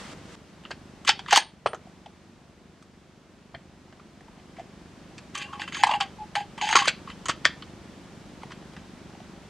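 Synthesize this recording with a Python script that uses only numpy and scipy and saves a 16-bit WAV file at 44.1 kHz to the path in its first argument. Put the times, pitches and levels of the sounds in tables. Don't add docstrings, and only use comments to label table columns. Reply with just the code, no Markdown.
import sys
import numpy as np
from scipy import signal
from scipy.fft import rfft, irfft, next_fast_len
from scipy.io import wavfile
from scipy.ndimage import uniform_filter1d, map_coordinates

SR = 44100
rng = np.random.default_rng(int(sys.argv[2]) if len(sys.argv) > 2 else 0)


def master_out(mix):
    frames = np.transpose(np.atleast_2d(mix))
    ceiling = np.clip(frames, -1, 1)
    pcm = np.round(ceiling * 32767).astype(np.int16)
    wavfile.write(sys.argv[1], SR, pcm)


def nominal_scale(level):
    x = np.asarray(level, float) / 20
    return 10 ** x


N = 418509

# (frequency [Hz], likeness [0-1])
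ALIKE = [(60, 0.65), (130, 0.94), (290, 0.93), (640, 0.86), (1410, 0.71), (3100, 0.78), (6820, 0.22),
         (15000, 0.0095)]
STOCK_HZ, CHAMBER_HZ, RECEIVER_HZ, LUGS_HZ = 696, 828, 1110, 1234
GUIDE_HZ, SPRING_HZ = 2760, 6580


def unit(x):
    return x / np.sqrt(np.mean(x ** 2) + 1e-20)


def along(points, hz):
    f, v = np.transpose(points)
    return np.interp(np.log(hz + 1), np.log(f + 1), v)


def levels(tables):
    t = np.arange(N) / SR
    gain = np.zeros(N)
    for table in tables:
        s, db = np.transpose(table)
        gain += nominal_scale(np.interp(t, s, db, -200, -200))
    return gain


def filtered(x, response):
    m = next_fast_len(x.shape[-1] + 2048)
    spectrum = rfft(x, m) * response(np.fft.rfftfreq(m, 1 / SR))
    return irfft(spectrum, m)[..., :x.shape[-1]]


def wobble(rate_hz):
    knots = rng.standard_normal(int(N * rate_hz / SR) + 4)
    return map_coordinates(knots, [np.arange(N) * rate_hz / SR], order=2)


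def rush(spectrum, alike):
    def mid_side(hz):
        turn = np.arccos(np.clip(along(alike, hz), -1, 1)) / 2
        return nominal_scale(along(spectrum, hz)) * [np.cos(turn), np.sin(turn)]

    mid, side = filtered(rng.standard_normal((2, N)), mid_side)
    return unit(np.array([mid + side, mid - side]))


def body(modes, scatter_db=0, low_hz=1, high_hz=30000):
    detune = .035
    c, w, db = np.transpose(modes)[:, :, None]
    c = c * (1 + detune * (scatter_db > 0) * rng.standard_normal(c.shape))
    signs = (-1.) ** np.arange(len(modes))[:, None]
    gains = signs * nominal_scale(db + scatter_db * rng.standard_normal(db.shape))

    def response(f):
        edges = (1j * f / (low_hz + 1j * f) * high_hz / (high_hz + 1j * f)) ** 2
        return (gains * 1j * f * w / (c * c - f * f + 1j * f * w)).sum(axis=0) * edges

    return response


def strike(s, t60, groups, db, bite_s=0.00082):
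    settle, shorter_db = 1.4, 160
    snap, snap_t60_s = 2.6, .007
    spike, spike_s = 22, .0011
    t = np.arange(2560) / SR
    uneven_db = 2.5 * rng.standard_normal(107).repeat(24)[:len(t)]
    chatter = rng.standard_normal(len(t)) * nominal_scale(uneven_db)
    lasts_s = np.c_[t60] * (1 + max(db) / shorter_db)
    decay = nominal_scale(-60 * (t / lasts_s) ** settle) + snap * nominal_scale(-60 * t / snap_t60_s)
    force = chatter * decay * (1 - np.exp(-t / np.c_[bite_s]))
    force = force + spike * nominal_scale(.3 * max(db)) * (np.arange(len(t)) == round(spike_s * SR))
    rings = filtered(force, lambda f: np.array([group(f) for group in groups]))
    sound = nominal_scale(np.array(db)) @ (rings / np.abs(rings).max(axis=1, keepdims=True))
    start = round(s * SR)
    return slice(start, start + len(t)), sound


def spells(rows, rise_db_s, fall_db_s):
    t, gain = np.arange(N) / SR, np.zeros(N)
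    for s, length_s, start_db, end_db in rows:
        near = slice(round((s - .1) * SR), round((s + .4) * SR))
        u = t[near] - s
        drift_db = np.interp(u, [0, length_s], [start_db, end_db])
        rise_db = rise_db_s * np.minimum(u, 0)
        fall_db = fall_db_s * np.maximum(u - length_s, 0)
        gain[near] += nominal_scale(drift_db + rise_db - fall_db)
    return gain


def note(hz, jitter, flutter_db):
    phase = 2 * np.pi * hz * np.arange(N) / SR + jitter * wobble(190) + 7 * wobble(9)
    return nominal_scale(flutter_db * wobble(120)) * np.sin(phase)


def camera_gain():
    # (time [s], level [dB])
    gain_takes = [
        [(0.0, -49), (0.162, -48), (0.354, -51)],
        [(0.36, -52.5), (1.25, -51), (1.48, -57), (1.65, -57), (1.86, -53.5), (2.06, -55), (2.67, -56.5),
         (3.28, -56.5), (4.2, -54), (4.45, -52.5), (5.78, -49), (6.44, -50), (6.89, -48), (8.1, -49),
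         (9.49, -49)],
    ]
    return levels(gain_takes)


def purr():
    # (frequency [Hz], level [dB])
    purr_spectrum = [(50, -50), (85, -5), (110, -9.5), (185, 2), (290, -7.5), (350, -6), (430, -15),
                     (900, -92)]
    frame_s, first_s, cut_s = .04, .018, .356
    times = first_s + frame_s * np.arange(int(N / SR / frame_s))
    first_take = times < cut_s
    sign = -(-1.) ** np.arange(len(times)) * np.where(first_take, -1, 1)
    places = ((times - .0025 * first_take) * SR).astype(int)
    pulses = np.zeros(N)
    pulses[places] = sign * nominal_scale(rng.normal(0, 1.4, len(times)))
    return unit(filtered(pulses, lambda hz: nominal_scale(along(purr_spectrum, hz))))


def room_air():
    # (frequency [Hz], level [dB per Hz])
    air_spectrum = [(12, -47), (28, -20.5), (70, -9), (140, -4), (360, -14.5), (430, -19.5), (6000, -37.5),
                    (15600, -63)]
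    # (frequency [Hz], gain [dB])
    hiss_top = [(6000, 0), (8500, 4), (11000, 2), (15600, -1)]
    share = [(60, 0.5), (120, -7.0), (350, 0.5), (600, 3.0)]  # (Hz, dB)
    return filtered(rush(air_spectrum, ALIKE), lambda hz: nominal_scale(along(share, hz) + along(hiss_top, hz)))


def sleeve():
    # (time [s], level [dB])
    brush_levels = [
        (0.0, -41.5),
        (0.03, -45.5),
        (0.134, -46),
        (0.144, -59),
        (0.246, -56),
        (0.352, -48),
        (0.356, -52),
    ]
    # (frequency [Hz], level [dB per Hz])
    cloth_spectrum = [(240, -32), (400, -33), (464, -10.5), (793, -16), (1200, -14), (3560, -20.5),
                      (8570, -27.5), (14000, -55.5)]
    return levels([brush_levels]) * rush(cloth_spectrum, ALIKE)


def knocks():
    # (time [s], peak level [dB], hollow level [dB], bright level [dB], leading steel mode [Hz])
    on_stock = [(0.7064, -29.5, -7.5, -13, 1720), (1.7315, -34.5, 5, -40, 1200),
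                (1.8695, -60.5, 18.5, -18, 1590), (2.0592, -38, -0.5, -22, 2400),
                (3.5465, -29.5, -8, -45, 2010), (3.9245, -43.5, -7, -26, 1670),
                (4.2063, -43, -7, -18, 1680), (4.3784, -54, 8, -20, 2570), (4.584, -55, 19, -18, 1670),
                (4.5945, -39.5, 7, -14, 1680), (4.396, -47, -2, -25, 2500), (8.622, -45, -2, -24, 2500),
                (9.148, -47.5, 4.5, -25, 1500), (9.201, -45.5, 7, -26, 1500),
                (8.4311, -35.5, -14, -16, 2060)]
    on_chamber = [(0.636, -44, -7, -26, 3010), (0.7128, -23.5, -14, -20, 2640),
                  (1.0907, -1, -13.5, -13.5, 3070), (1.1915, -23.5, -10.5, -33, 2750),
                  (1.327, -5.5, -2.5, -6, 2000), (1.3735, -3.5, -6, -4.5, 2500),
                  (5.595, -28.5, -5, -32, 2570), (5.617, -23.5, -15, -22, 1600),
                  (5.8345, -4, -1, -15.5, 2500), (5.8683, -23, 7, -12, 1530), (5.8915, -24, 8, -22, 1550),
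                  (5.912, -14.5, -3.5, -21, 2660), (5.937, -19.5, 2, -21, 2790),
                  (6.002, -22, -11, -17, 1600), (6.0068, -15, -9, -20, 2800),
                  (6.3528, -13, -13.5, -18, 2450), (6.5769, -30.5, -5, -15, 2100),
                  (6.6125, -15, -11, -26, 2920), (6.6883, -14.5, -9, -12.5, 1610),
                  (6.7258, -10, -8.5, -19, 1860), (3.878, -59, 5, -25, 1700), (4.281, -51, 5, -23, 2000),
                  (8.7334, -43, -3, -14, 2330), (8.765, -34, -14, -23, 1780)]
    on_receiver = [(1.0481, -31, -2, -7, 2800), (1.076, -8, -11.5, -11, 2907),
                   (1.2605, -30.5, -7, -38, 1920), (1.284, -28, 2, -25, 2670),
                   (1.3076, -18.5, -10.5, -10, 2270), (1.359, -4, -8, -5, 2890),
                   (1.661, -20.5, 7, -25, 2920), (1.6705, -24.5, -16, -15, 2420),
                   (1.7447, -32.5, 0, -11, 2120), (3.9958, -47.5, 1.5, -23.5, 1700),
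                   (4.566, -42, -7, -18, 1690), (5.1797, -33.5, -46, -9.5, 1870),
                   (5.351, -28, -4.5, -5, 2190), (5.377, -32, -30, -1, 3030),
                           (5.5303, -38.5, 8.5, -30, 1560), (5.676, -31, -0.5, -31, 1450),
                           (5.722, -28, -8, -32, 2530), (5.767, -31.5, 2.5, -7, 2070),
                           (5.828, -18.5, -38, -19, 1950), (6.7647, -8.5, -2, -14, 2380),
                           (6.854, -21, 0.5, -10, 1640), (7.073, -38.5, 4, -29, 3210),
                           (7.0996, -30.5, -4, -31, 1880), (7.2559, -26.5, -1.5, -4, 1970),
                           (7.2836, -21, -3, -3.5, 2770), (7.2947, -11, -7, -16, 2240),
                           (7.4458, -24, -5, -26, 1920), (7.4518, -1, -15, -19, 1820),
                           (8.4193, -42, -4, -32, 1449), (8.505, -39, 1.5, -25, 1500),
                           (8.518, -31.5, -4.5, -20, 3180)]
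    on_lugs = [
        (0.6507, -29, -8.5, -38, 2500),
        (2.8236, -46.5, 0.5, -6.5, 4500),
        (5.7448, -18.5, -8.5, -26, 1457),
        (6.7104, -20, -8, -10, 3200),
        (6.7545, -3, -3, -14, 2790),
        (6.789, -10, -6, -20, 1730),
        (6.8797, -5.5, -10.5, -15.5, 2600),
        (7.6223, -31, -3, -34, 3050),
    ]
    # (centre [Hz], width [Hz], level [dB])
    steel_modes = [(1176, 200, -4), (1700, 440, 1), (2070, 790, -1), (2557, 300, -5), (2937, 260, 0),
                   (3300, 990, -2.5), (3996, 500, -3.5), (4510, 700, -5)]
    bright_modes = [(5560, 1000, -8), (6485, 440, 2), (7580, 600, -3.5), (8800, 1200, -5),
                    (12300, 500, -40)]
    bites_s = [.0009, .0012, .0022]
    t60s_s = [.056, .034, .05]
    loaded_s, edge_hz, edge_wide_hz = 5, 12300, 2200
    edge_empty_db, edge_loaded_db = -8, -28
    lead_db_octave = 5
    spots = [(on_stock, STOCK_HZ), (on_chamber, CHAMBER_HZ),
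             (on_receiver, RECEIVER_HZ), (on_lugs, LUGS_HZ)]
    out = np.zeros(N + SR)
    for rows, hollow_hz in spots:
        hollow = [(0.86 * hollow_hz, 200, -8), (hollow_hz, 190, 0), (1.218 * hollow_hz, 200, -7)]
        for s, db, hollow_db, bright_db, lead_hz in rows:
            steel = [(c, w, level - lead_db_octave * abs(np.log2(c / lead_hz)))
                     for c, w, level in steel_modes]
            edge_db = edge_empty_db if s < loaded_s else edge_loaded_db
            bright = bright_modes + [(edge_hz, edge_wide_hz, edge_db)]
            groups = [body(steel, 2, low_hz=900, high_hz=6000),
                      body(hollow, low_hz=400, high_hz=3000),
                      body(bright, 2, low_hz=3000)]
            peaks_db = [db - 3.0, db + hollow_db - 4.0, db + bright_db + 5.0]
            place, sound = strike(s, t60s_s, groups, peaks_db, bites_s)
            out[place] += sound
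    return out[:N]


def slides():
    # (start [s], length [s], start level [dB], end level [dB])
    strokes = [(1.05, 0.019, -55, -37), (1.075, 0.029, -22.5, -22), (1.122, 0.029, -48, -58),
               (1.282, 0.019, -34, -32), (1.308, 0.022, -29, -22.5), (1.335, 0.04, -23, -18),
               (1.395, 0.032, -35, -42.5), (5.352, 0.015, -27.5, -34.5), (5.376, 0.055, -37.5, -32.5),
               (5.44, 0.085, -48, -59), (5.53, 0.053, -42, -52), (0.637, .03, -53, -56),
               (0.71, .02, -40, -48), (4.57, 0.044, -56, -53), (8.503, 0.032, -52, -53),
               (8.77, .02, -56, -56), (6.19, .05, -59, -61), (5.596, 0.014, -40, -36),
               (5.617, 0.019, -34.5, -37), (5.68, 0.024, -34, -48), (5.725, 0.087, -36.5, -33),
               (5.85, .012, -39, -47), (5.865, .095, -34, -36), (6.01, 0.022, -25, -32.5),
               (6.357, 0.026, -27, -38.5), (6.384, 0.033, -40, -39.5), (6.58, 0.008, -42, -41),
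               (6.595, .015, -50, -48), (6.874, 0.0064, -27, -20), (7.287, .024, -27, -29.5),
               (7.445, .006, -44, -26), (7.456, 0.011, -26.5, -35), (6.616, 0.066, -29.5, -30),
               (6.692, 0.078, -31.5, -30), (6.757, 0.073, -24.5, -28.5), (6.845, 0.017, -36, -32),
               (7.08, 0.036, -44.5, -44)]
    chamber_sings = [(1.326, 0.0076, -21, -18.5), (5.355, 0.11, -56, -55), (5.53, 0.12, -49, -55),
                     (5.79, 0.036, -45, -43), (5.868, 0.012, -27, -40), (5.892, 0.014, -30, -33),
                     (5.918, 0.042, -32, -29), (5.97, 0.016, -38, -50), (6.006, 0.017, -33, -29.5),
                     (6.035, 0.022, -52, -49), (6.187, .028, -48, -41), (6.218, 0.025, -40, -48),
                     (6.364, 0.03, -29, -29), (6.408, 0.017, -28, -42), (6.44, 0.016, -49, -55),
                     (6.626, 0.023, -25.5, -26.5), (6.672, 0.013, -29, -37), (6.694, 0.016, -46, -25),
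                     (6.757, 0.063, -32, -35)]
    receiver_sings = [(1.082, 0.0088, -40, -34), (5.354, 0.091, -45, -51), (5.475, 0.064, -57, -50),
                      (5.535, .1, -48, -51), (5.87, 0.074, -37, -36), (6.006, 0.017, -33, -39),
                      (6.586, 0.022, -45.5, -42), (6.757, 0.037, -24.5, -36.5), (6.822, 0.024, -30, -37),
                      (7.078, 0.017, -40, -48)]
    guide_sings = [(5.385, .05, -49, -48), (5.44, 0.07, -45, -59), (5.912, 0.011, -24.5, -33),
                   (5.937, 0.0081, -25, -36), (5.6, .06, -46, -52)]
    spring_sings = [(6.614, 0.027, -33, -47), (6.66, .05, -45, -45), (6.712, 0.022, -27, -32),
                    (6.757, 0.051, -18.5, -42), (5.725, 0.036, -50, -42), (5.77, 0.053, -44, -45),
                    (5.68, .015, -57, -57), (5.532, .015, -57, -66)]
    # (centre [Hz], width [Hz], level [dB])
    rail_modes = [(1580, 92, 0.5), (2070, 30, -5.5), (2274, 90, -1.5), (2670, 70, -4), (2790, 80, -8.5),
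                  (3050, 51, -1.5), (3395, 250, -10.5), (2500, 1400, -5)]
    rail_high_modes = [(3850, 1000, 5.5), (4490, 200, 10.5), (4900, 400, 1), (6420, 600, 1.5),
                       (8000, 300, -3.5), (8800, 2000, -13.5), (11690, 1100, -14.5)]
    sing_rise_db_s, sing_fall_db_s = 7000, 1091

    def sing(rows, hz, jitter, flutter_db):
        return spells(rows, sing_rise_db_s, sing_fall_db_s) * note(hz, jitter, flutter_db)

    hits = (rng.random(N) < 10000 / SR) * rng.standard_normal(N)
    grains = unit(hits * nominal_scale(1.5 * rng.exponential(size=N) + 1.6 * wobble(130)))
    scrape = spells(strokes, rise_db_s=3004.5, fall_db_s=800)
    out = filtered(grains * scrape, body(rail_modes, low_hz=904)) * nominal_scale(9.5)
    out += filtered(grains * scrape ** 1.595, body(rail_high_modes, low_hz=2500)) * nominal_scale(15.5)
    out += sing(chamber_sings, CHAMBER_HZ, jitter=.3, flutter_db=2)
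    out += sing(receiver_sings, RECEIVER_HZ, jitter=1.05, flutter_db=4.5)
    out += sing(guide_sings, GUIDE_HZ, jitter=.8, flutter_db=3)
    out += sing(spring_sings, SPRING_HZ, jitter=2.6, flutter_db=4)
    return out


def thuds():
    # (time [s], peak level [dB], bench level [dB])
    blows = [(0.706, -32, -5), (1.086, -21.5, -16), (1.326, -24, -26), (1.372, -18.5, -23),
             (1.6595, -10.5, -18.5), (1.732, -23, -21), (1.746, -33, -19.5), (3.543, -36.5, 6.5),
             (4.582, -57, -19), (5.837, -57, -5), (6.752, -13, -32), (6.876, -17.5, -18),
             (7.291, -20, -7.5), (7.453, -17.5, -12), (8.433, -32, -6)]
    # (centre [Hz], width [Hz], level [dB])
    stock_modes = [(300, 130, 0), (400, 110, 2.5), (620, 560, -0.5)]
    bench_modes = [(69.4, 25, 0.013), (129.2, 14, 0.0074)]
    out = np.zeros(N + SR)
    for s, db, low_db in blows:
        groups = [body(stock_modes, 1.5, low_hz=100, high_hz=1500), body(bench_modes, high_hz=800)]
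        place, sound = strike(s, [0.024], groups, [db - 1.5, db + low_db + 0.5])
        out[place] += sound
    return out[:N]


def brass_case():
    # (time [s], level [dB], t60 [s])
    case_hits = [
        (1.396, -37, .21),
        (1.664, -50, .6),
    ]
    # (frequency [Hz], level [dB])
    brass_modes = [(8926, 0), (8975, -10), (12100, -23)]
    stops_s = 1.752
    t = np.arange(N) / SR
    ring = sum(nominal_scale(db) * np.sin(2 * np.pi * hz * t) for hz, db in brass_modes)
    swell = sum((t > s) * nominal_scale(db - 60 * np.abs(t - s) / t60_s) for s, db, t60_s in case_hits)
    return ring * uniform_filter1d(swell * (t < stops_s), 100) * nominal_scale(3 * wobble(60))


def shed(x):
    # (frequency [Hz], t60 [s])
    shed_decay = [(200, 0.35), (1000, 0.18), (4000, 0.26), (12000, 0.02)]
    out, span = np.zeros(N + 2 * SR), SR // 6
    for start in range(0, N, span):
        hz, t, z = signal.stft(rng.standard_normal(SR // 2), SR, nperseg=256)
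        decay = nominal_scale(-60 * t / along(shed_decay, hz)[:, None])
        tail = signal.istft(z * decay, SR, nperseg=256)[1]
        answer = signal.fftconvolve(x[start:start + span], tail / np.linalg.norm(tail))
        out[start + 200:][:len(answer)] += answer
    return out[:N]


def ports(x):
    # (frequency [Hz], gain [dB])
    capsule = [(40, -17.5), (120, -10.5), (700, 5.5), (8000, -0.5), (10000, -7), (12500, -17.5),
               (14000, -25), (16000, -55)]
    # (frequency [Hz], level [dB])
    spread = [(500, -40), (2000, -31), (4000, -19), (8000, -8), (12000, -6.5)]
    mid = filtered(x, lambda hz: nominal_scale(along(capsule, hz)))
    side = filtered(mid, lambda hz: nominal_scale(along(spread, hz)) * 1j) * (.5 + .8 * wobble(150))
    return np.array([mid + side, mid - side])


def scene():
    background = camera_gain() * (nominal_scale(-1.0) * purr() + nominal_scale(3.0) * room_air())
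    cloth = sleeve()
    rifle = knocks() + slides() + thuds() + brass_case()
    return ports(rifle + nominal_scale(-18.5) * shed(rifle)) + background + cloth


def roll_off(x):
    return signal.sosfilt(signal.butter(12, 15700, fs=SR, output="sos"), x)


def record(dry):
    top_hz = 15700
    rounded = dry / (1 + np.abs(dry / .99) ** 8) ** (1 / 8)
    mix = filtered(rounded, lambda hz: hz < top_hz)
    return roll_off(mix)


dry = scene()
out = record(dry)
master_out(out)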